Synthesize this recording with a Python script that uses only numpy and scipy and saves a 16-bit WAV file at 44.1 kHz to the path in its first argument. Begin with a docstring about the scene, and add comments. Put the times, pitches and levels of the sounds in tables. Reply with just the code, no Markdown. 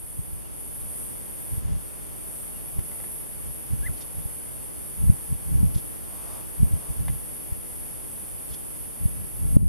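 """A cicada buzzes close by in dry summer scrub, its two tymbals buckling rib by rib and ringing its abdomen.
Farther off, others blur into a hiss over the rush of open air. A bee-eater gives one soft call,
small birds chip and peep faintly, twigs tick and the scrub swishes. Gusts buffet the two
microphone ports in opposite phase, and the hardest one makes the limiter duck everything."""
import sys
import numpy as np
from scipy import signal
from scipy.fft import rfft, irfft, next_fast_len
from scipy.io import wavfile
from scipy.ndimage import uniform_filter1d, minimum_filter1d, map_coordinates

SR = 44100
rng = np.random.default_rng(int(sys.argv[2]) if len(sys.argv) > 2 else 0)


def to_wav(sig):
    """Store sig (one row per channel, or 1-D mono) as 16-bit WAV at the path in sys.argv[1].

    Samples outside -1..1 are clipped; the rate is SR.
    """
    pcm = np.clip(np.atleast_2d(sig), -1, 1) * 32767
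    pcm = np.round(pcm).astype(np.int16)
    wavfile.write(sys.argv[1], SR, pcm.T)  # frames by channels


N = 426888

# Open air, common to both ports and then between them. Each row: frequency in Hz, relative level in dB.
AIR_MID_SPECTRUM = [(18, -24), (30, 0), (161, -2.5), (658, -6), (705, -9), (848, -8.5), (1470, -15),
                    (3540, -16.5), (3970, -18), (4360, -20), (7400, -21.5), (9620, -16), (16300, -120)]
AIR_SIDE_SPECTRUM = [(88, -31), (150, -20), (215, -6), (412, -8.5), (1550, -24), (3330, -30.5), (3980, -31),
                     (4540, -34.5), (7400, -35.5), (9620, -60), (16300, -120)]
# Strength of the breeze. Each row: time in seconds, relative level in dB.
BREEZE_LEVEL = [(0, -59), (1.0, -55), (3.0, -55), (4.7, -55), (6.3, -54.5), (8.2, -55), (9.5, -55.7)]
# Turbulence on the microphone. Each row: frequency in Hz, relative level in dB.
RUMBLE_SPECTRUM = [(13, -34), (22, -8.5), (59, 2.5), (107, -4.5), (156, -6), (462, -37.5), (900, -46),
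                   (1170, -65), (1980, -120)]
# Gusts at the ports, swishes in the scrub and a small bird's double chips.
# Each row: peak time in seconds, relative level in dB, half length in seconds.
GUSTS = [(.195, -27.5, 0.014), (0.332, -32, .04), (0.855, -35, 0.035), (1.535, -23.5, 0.015),
         (1.58, -26.5, 0.016), (1.656, -25, .022), (1.724, -22.5, 0.048), (2.79, -24.5, 0.027),
         (3.485, -34.5, 0.033), (3.736, -20, 0.023), (3.81, -28, .04), (3.897, -25, 0.034),
         (4.185, -28.5, 0.031), (4.259, -31, .012), (5.042, -17.5, 0.034), (5.1, -13, 0.024),
         (5.328, -20, 0.024), (5.53, -18, 0.048), (5.632, -13, 0.047), (5.763, -18.5, 0.014),
         (6.632, -12.5, 0.027), (6.737, -18.5, 0.026), (6.906, -26, 0.018), (7.008, -22.5, 0.031),
         (7.1, -22, 0.048), (7.526, -30.5, 0.0087), (8.512, -33.5, 0.015), (9.059, -21, 0.033),
         (9.196, -27, 0.05), (9.456, -18.5, 0.053), (9.5688, -4.5, 0.0037), (9.629, -7, 0.065)]
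SCRUB_SWISHES = [(6.2, -54, .09), (6.35, -52, 0.058), (6.84, -55, .06)]
BIRD_CHIPS = [(3.981, -56, .009), (4.019, -49.5, 0.0099), (5.753, -49, 0.006), (5.783, -52, .011),
              (8.517, -57.5, 0.024), (8.544, -50.5, 0.0054)]
# Colour of the swishes and of the raspy chips. Each row: frequency in Hz, relative level in dB.
SWISH_SPECTRUM = [(300, -20), (650, -3), (1150, -5), (1800, -20), (6000, -21), (12000, -32)]
CHIP_SPECTRUM = [(1500, -23), (3000, -0.5), (3600, 4), (4200, 3), (5200, 0.5), (7500, -4), (12000, -35)]
# Small knocks on twigs. Each row: start in seconds, relative level in dB.
TWIG_TICKS = [(2.79, -37), (2.917, -36.5), (3.001, -36), (3.04, -36), (7.082, -27)]
# Modes of a twig. Each row: frequency in Hz, relative level in dB, seconds to fade by 60 dB.
TWIG_MODES = [(773, -0.5, 0.01), (1080, -3.5, 0.0069), (1734, -10.5, 0.023), (2040, -10.5, 0.041),
              (2920, -13.5, 0.01), (3580, -17, 0.023)]
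# Thin, distant peeps. Each row: peak time in seconds, level in dB, pitch in Hz, glide in Hz a second.
FAR_PEEPS = [(.455, -60, 2850, 8502), (2.56, -60, 2800, -4000), (8.54, -51.5, 3420, 3002)]
# The bee-eater's note. Each row: time in seconds, pitch in Hz, level in dB.
BEE_EATER_CALL = [(3.824, 1450, -66), (3.833, 1640, -50), (3.848, 1686, -44), (3.86, 1830, -44),
                  (3.865, 2050, -36), (3.873, 2030, -35.5), (3.882, 1650, -48), (3.895, 1240, -56)]
# The near cicada gathers strength, falters once, then holds. Each row: time in seconds, level in dB.
CICADA_EFFORT = [(0, -45.5), (.34, -42.5), (.5, -46), (.61, -39.5), (.9, -38.5), (1.59, -39), (1.63, -47),
                 (1.73, -52), (1.82, -42), (2.0, -43), (2.5, -39), (2.8, -39.5), (3.12, -37), (3.25, -40),
                 (6.9, -39.5), (9.54, -39.5)]
# Its muscle cycle. Each row: time in seconds, cycles a second.
MUSCLE_RATE = [(0, 60.6), (1.6, 60.7), (2.1, 61.1), (3.5, 60.5), (5.2, 60.0), (7, 60.1), (9.6, 59.9)]
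# A tymbal's ribs, buckling in turn, each lower in pitch than the last.
# Each row: delay as a share of the cycle, relative level in dB, pitch in Hz.
TYMBAL_RIBS = [(0, 0.5, 12100), (.075, 2.5, 11800), (.152, 0.5, 11300), (.228, 3.5, 11280),
               (.303, -1.5, 11050), (.368, 0.5, 10700), (.426, -1.5, 10200)]
# The ringing abdomen. Each row: frequency in Hz, relative level in dB.
ABDOMEN_SPECTRUM = [(6800, -39.5), (7400, -24.5), (7660, -17.5), (8250, -19), (8450, -5.5), (8600, -18.5),
                    (8780, -1.5), (9130, -1.5), (9550, -6.5), (9920, 1.5), (10250, -4), (10460, -5),
                    (10850, 0), (11200, -2), (11500, -0.5), (11950, -7.5), (12130, -6.5), (12800, -16),
                    (13800, -23.5)]
# Dead spots of the microphone. Each row: frequency in Hz, width in Hz.
MIC_NOTCHES = [(3960, 240), (7870, 37)]


def amp(db):
    """Decibels to gain."""
    return 10 ** (np.asarray(db) / 20)


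def unit(x):
    """Scale to rms 1."""
    return x / np.sqrt(np.mean(x ** 2) + 1e-20)


def clock():
    """The time of every sample."""
    return np.arange(N) / SR


def curves(rows):
    """One value per sample for each column after the time."""
    s, *cols = np.transpose(rows)
    return [np.interp(clock(), s, c) for c in cols]


def wobble(rate):
    """A smooth random curve, rate knots a second."""
    return map_coordinates(rng.standard_normal(int(N * rate / SR) + 4), [clock() * rate])


def swell(s, half):
    """A smooth rise and fall of height 1 around time s."""
    return np.exp(-((clock() - s) / half) ** 2 / 2)


def filtered(x, response):
    """Filter x by a gain given as a function of Hz."""
    size = next_fast_len(N + SR // 2)
    return irfft(rfft(x, size) * response(np.fft.rfftfreq(size, 1 / SR)), size)[..., :N]


def shape(points, hz):
    """Gain of (Hz, dB) points joined on a log axis."""
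    f, db = np.transpose(points)
    return amp(np.interp(np.log(hz + 1), np.log(f), db))


def noise(spectrum, channels=1):
    """Coloured noise of rms 1."""
    return unit(filtered(rng.standard_normal((channels, N)), lambda hz: shape(spectrum, hz)))


def ring(spectrum, size=2048):
    """The causal impulse response of a body with this spectrum."""
    cepstrum = irfft(np.log(shape(spectrum, np.fft.rfftfreq(size, 1 / SR)) + 1e-3))
    cepstrum[1:size // 2] *= 2
    cepstrum[size // 2 + 1:] = 0
    return irfft(np.exp(rfft(cepstrum)))


def clicks(times, sizes):
    """Impulses placed between the samples."""
    at = times[:, None] * SR
    taps = np.floor(at).astype(int) + np.arange(-7, 9)
    weights = sizes[:, None] * np.sinc(taps - at)
    return np.bincount(np.clip(taps, 0, N - 1).ravel(), weights.ravel(), N)


def foliage_echo(x, t60):
    """Foliage sends a short diffuse echo to each port."""
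    t = np.arange(SR // 8) / SR
    tail = rng.standard_normal((2, len(t))) * amp(-60 * t / t60)
    tail /= np.linalg.norm(tail, axis=1, keepdims=True)
    return signal.fftconvolve(x[None], tail, axes=1)[:, :N]


def open_air(mid_db=5.0, side_db=10):
    """The steady rush of open country all around, swelling a little with the breeze."""
    mid = amp(mid_db) * noise(AIR_MID_SPECTRUM)
    side = amp(side_db + 0.82 * wobble(6)) * noise(AIR_SIDE_SPECTRUM)
    return amp(curves(BREEZE_LEVEL)[0]) * (mid + side * np.array([[1], [-1]]))


def far_cicadas(level_db=-46, swell_db=3.1, tilt_db=-1.5):
    """Singers farther off blur into a wavering hiss, their top dulled by distance."""
    dulled = [(hz, db + tilt_db * np.tanh((hz - 10000) / 1000)) for hz, db in ABDOMEN_SPECTRUM]
    return amp(level_db + swell_db * wobble(6.0)) * noise(dulled, channels=2)


def whistle(rows, overtone_db=-21, echo_db=-14):
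    """A bird's gliding note with a weak octave, heard through the foliage."""
    hz, db = curves(rows)
    phase = 2 * np.pi * np.cumsum(hz) / SR
    sounding = (clock() > rows[0][0]) & (clock() < rows[-1][0])
    note = np.sqrt(2) * amp(db) * sounding * (np.sin(phase) + amp(overtone_db) * np.sin(2 * phase))
    return note + amp(echo_db) * foliage_echo(note, t60=0.24)


def far_peep(s, db, hz, glide, half_s=.023, fade_db=12):
    """A short, straight glide from far away, with much echo."""
    rows = [(s + k * half_s, hz + k * half_s * glide, db - abs(k) * fade_db) for k in (-1, 0, 1)]
    return whistle(rows, echo_db=-3)


def rustles(rows, spectrum, width=0.82):
    """Short swells of noise, spread wide: swishing scrub or a bird's raspy chips."""
    envelope = sum(amp(db) * swell(s, half) for s, db, half in rows)
    return envelope * (noise(spectrum) + width * noise(spectrum, channels=2))


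def twig_ticks(level_db=-3, crack_db=-5, echo_db=-9, crack_t60=0.067, vary_db=2):
    """Each dry knock scrapes and rings the twig at new strengths; distance dulls it."""
    t = np.arange(SR // 10) / SR
    knocks = np.zeros(N)
    for s, db in TWIG_TICKS:
        wood = sum(amp(level + rng.normal(0, vary_db) - 60 * t / t60) * np.sin(2 * np.pi * hz * t)
                   for hz, level, t60 in TWIG_MODES)
        crack = amp(crack_db - 60 * t / crack_t60) * rng.standard_normal(len(t))
        knocks[round(s * SR):][:len(t)] += amp(db + level_db) * (wood + crack)
    knocks = signal.lfilter(*signal.butter(3, [450, 3600], "bandpass", fs=SR), knocks)
    return knocks + amp(echo_db) * foliage_echo(knocks, t60=0.074)


def eddy(s, db, hz, spread):
    """A vortex crossing the ports: a suction and a push, spread over a few radians."""
    phase = np.clip(2 * np.pi * hz * (clock() - s), -20, 20)
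    return amp(db) * np.sin(phase) * np.exp(-(phase / spread) ** 2 / 2)


def buffet(s, gust_db, half, over_db=9.5, typical_half_s=.02, db_per_octave=22.5):
    """The thud at a gust's peak: the stronger and more abrupt the gust, the louder, higher and harder."""
    db = gust_db + over_db + 2 * np.log2(typical_half_s / half)  # 2 dB more for each halving of length
    hz = 112.6 * 2 ** (db / db_per_octave)  # stronger eddies pass faster
    core = eddy(s, -17 + 1.2 * db, 2.43 * hz, spread=1.6)  # the tight core grows faster than the eddy
    return eddy(s, db, hz, spread=1.39) + core


def wind_on_mic(rumble_db=-3, common_db=-15, lull_db=-38.5, flutter_db=0.5):
    """Gusts swell out of a light turbulence and drive the ports mostly in opposite phase."""
    lull = amp(lull_db + flutter_db * wobble(12))
    gust_power = sum((amp(db) * swell(s, half)) ** 2 for s, db, half in GUSTS)
    level = amp(rumble_db) * np.sqrt(lull ** 2 + gust_power)
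    buffets = sum(buffet(s, db, half) for s, db, half in GUSTS)
    across = level * noise(RUMBLE_SPECTRUM) + buffets
    shifted = filtered(buffets, lambda hz: 1j)  # a quarter cycle ahead
    common = amp(common_db) * (level * noise(RUMBLE_SPECTRUM) + shifted)
    return common + across * np.array([[1], [-1]])


def tymbals(rate, vary_db=0.3, focus_db=8, jitter_s=.000018):
    """Two tymbals buckle in turn, rib by rib; each click rings the abdomen, most near the rib's pitch."""
    cycles = np.cumsum(rate) / SR
    strokes = np.arange(2 * int(cycles[-1])) / 2
    strokes[1::2] -= .008  # the second tymbal comes just before the half cycle
    buzz = np.zeros(N)
    for share, db, pitch_hz in TYMBAL_RIBS:
        late, size = rng.standard_normal((len(strokes), 2)).T
        times = np.interp(strokes + share, cycles, clock()) + jitter_s * late
        abdomen = ring([(hz, level + focus_db * np.exp(-((hz - pitch_hz) / 330) ** 2))
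                        for hz, level in ABDOMEN_SPECTRUM])
        buzz += signal.oaconvolve(clicks(times, amp(db + vary_db * size)), abdomen)[:N]
    return unit(buzz)


def near_cicada(echo_db=-3, lag_s=.000023, surge_db=0.73, surge_hz=3.1, drift_cycles=0.28):
    """Close by, a little to the right, it surges in a loose beat; its echo shifts as the foliage sways."""
    unsteady_rate = curves(MUSCLE_RATE)[0] * (1 + .0028 * wobble(60))
    buzz = tymbals(unsteady_rate)
    # The buzz reaches the right port lag_s before the left.
    direct = filtered(buzz, lambda hz: np.exp(1j * np.pi * hz * lag_s * np.array([[-1], [1]])))
    sway = 1.51 * clock() + wobble(2.6)
    echo = np.cos(sway) * foliage_echo(buzz, t60=0.12) + np.sin(sway) * foliage_echo(buzz, t60=0.085)
    surge = np.sin(2 * np.pi * (surge_hz * clock() + drift_cycles * wobble(surge_hz)))
    return amp(curves(CICADA_EFFORT)[0] + surge_db * surge) * (direct + amp(echo_db) * echo)


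def scene():
    """Everything that reaches the two ports of a microphone standing in the scrub."""
    peeps = sum(far_peep(*row) for row in FAR_PEEPS)
    birds = peeps + whistle(BEE_EATER_CALL) + rustles(BIRD_CHIPS, CHIP_SPECTRUM)
    cicadas = near_cicada() + far_cicadas()
    scrub = twig_ticks() + rustles(SCRUB_SWISHES, SWISH_SPECTRUM)
    return cicadas + birds + scrub + wind_on_mic() + open_air()


def record(dry, ceiling=1.0, top_hz=13800):
    """The microphone's notches, a limiter that grabs at once and holds, and the band limit."""
    x = filtered(dry, lambda hz: np.prod(
        [(hz - f) ** 2 / ((hz - f) ** 2 + (width / 2) ** 2) for f, width in MIC_NOTCHES], axis=0))
    needed_gain = ceiling / np.maximum(np.abs(x).max(axis=0), ceiling)
    hold = SR // 4 | 1  # a quarter second, as an odd count of samples
    held_gain = minimum_filter1d(needed_gain, hold, origin=hold // 2)
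    limited = x * uniform_filter1d(held_gain, size=24)
    return filtered(limited, lambda hz: hz < top_hz)


dry = scene()
out = record(dry)
to_wav(out)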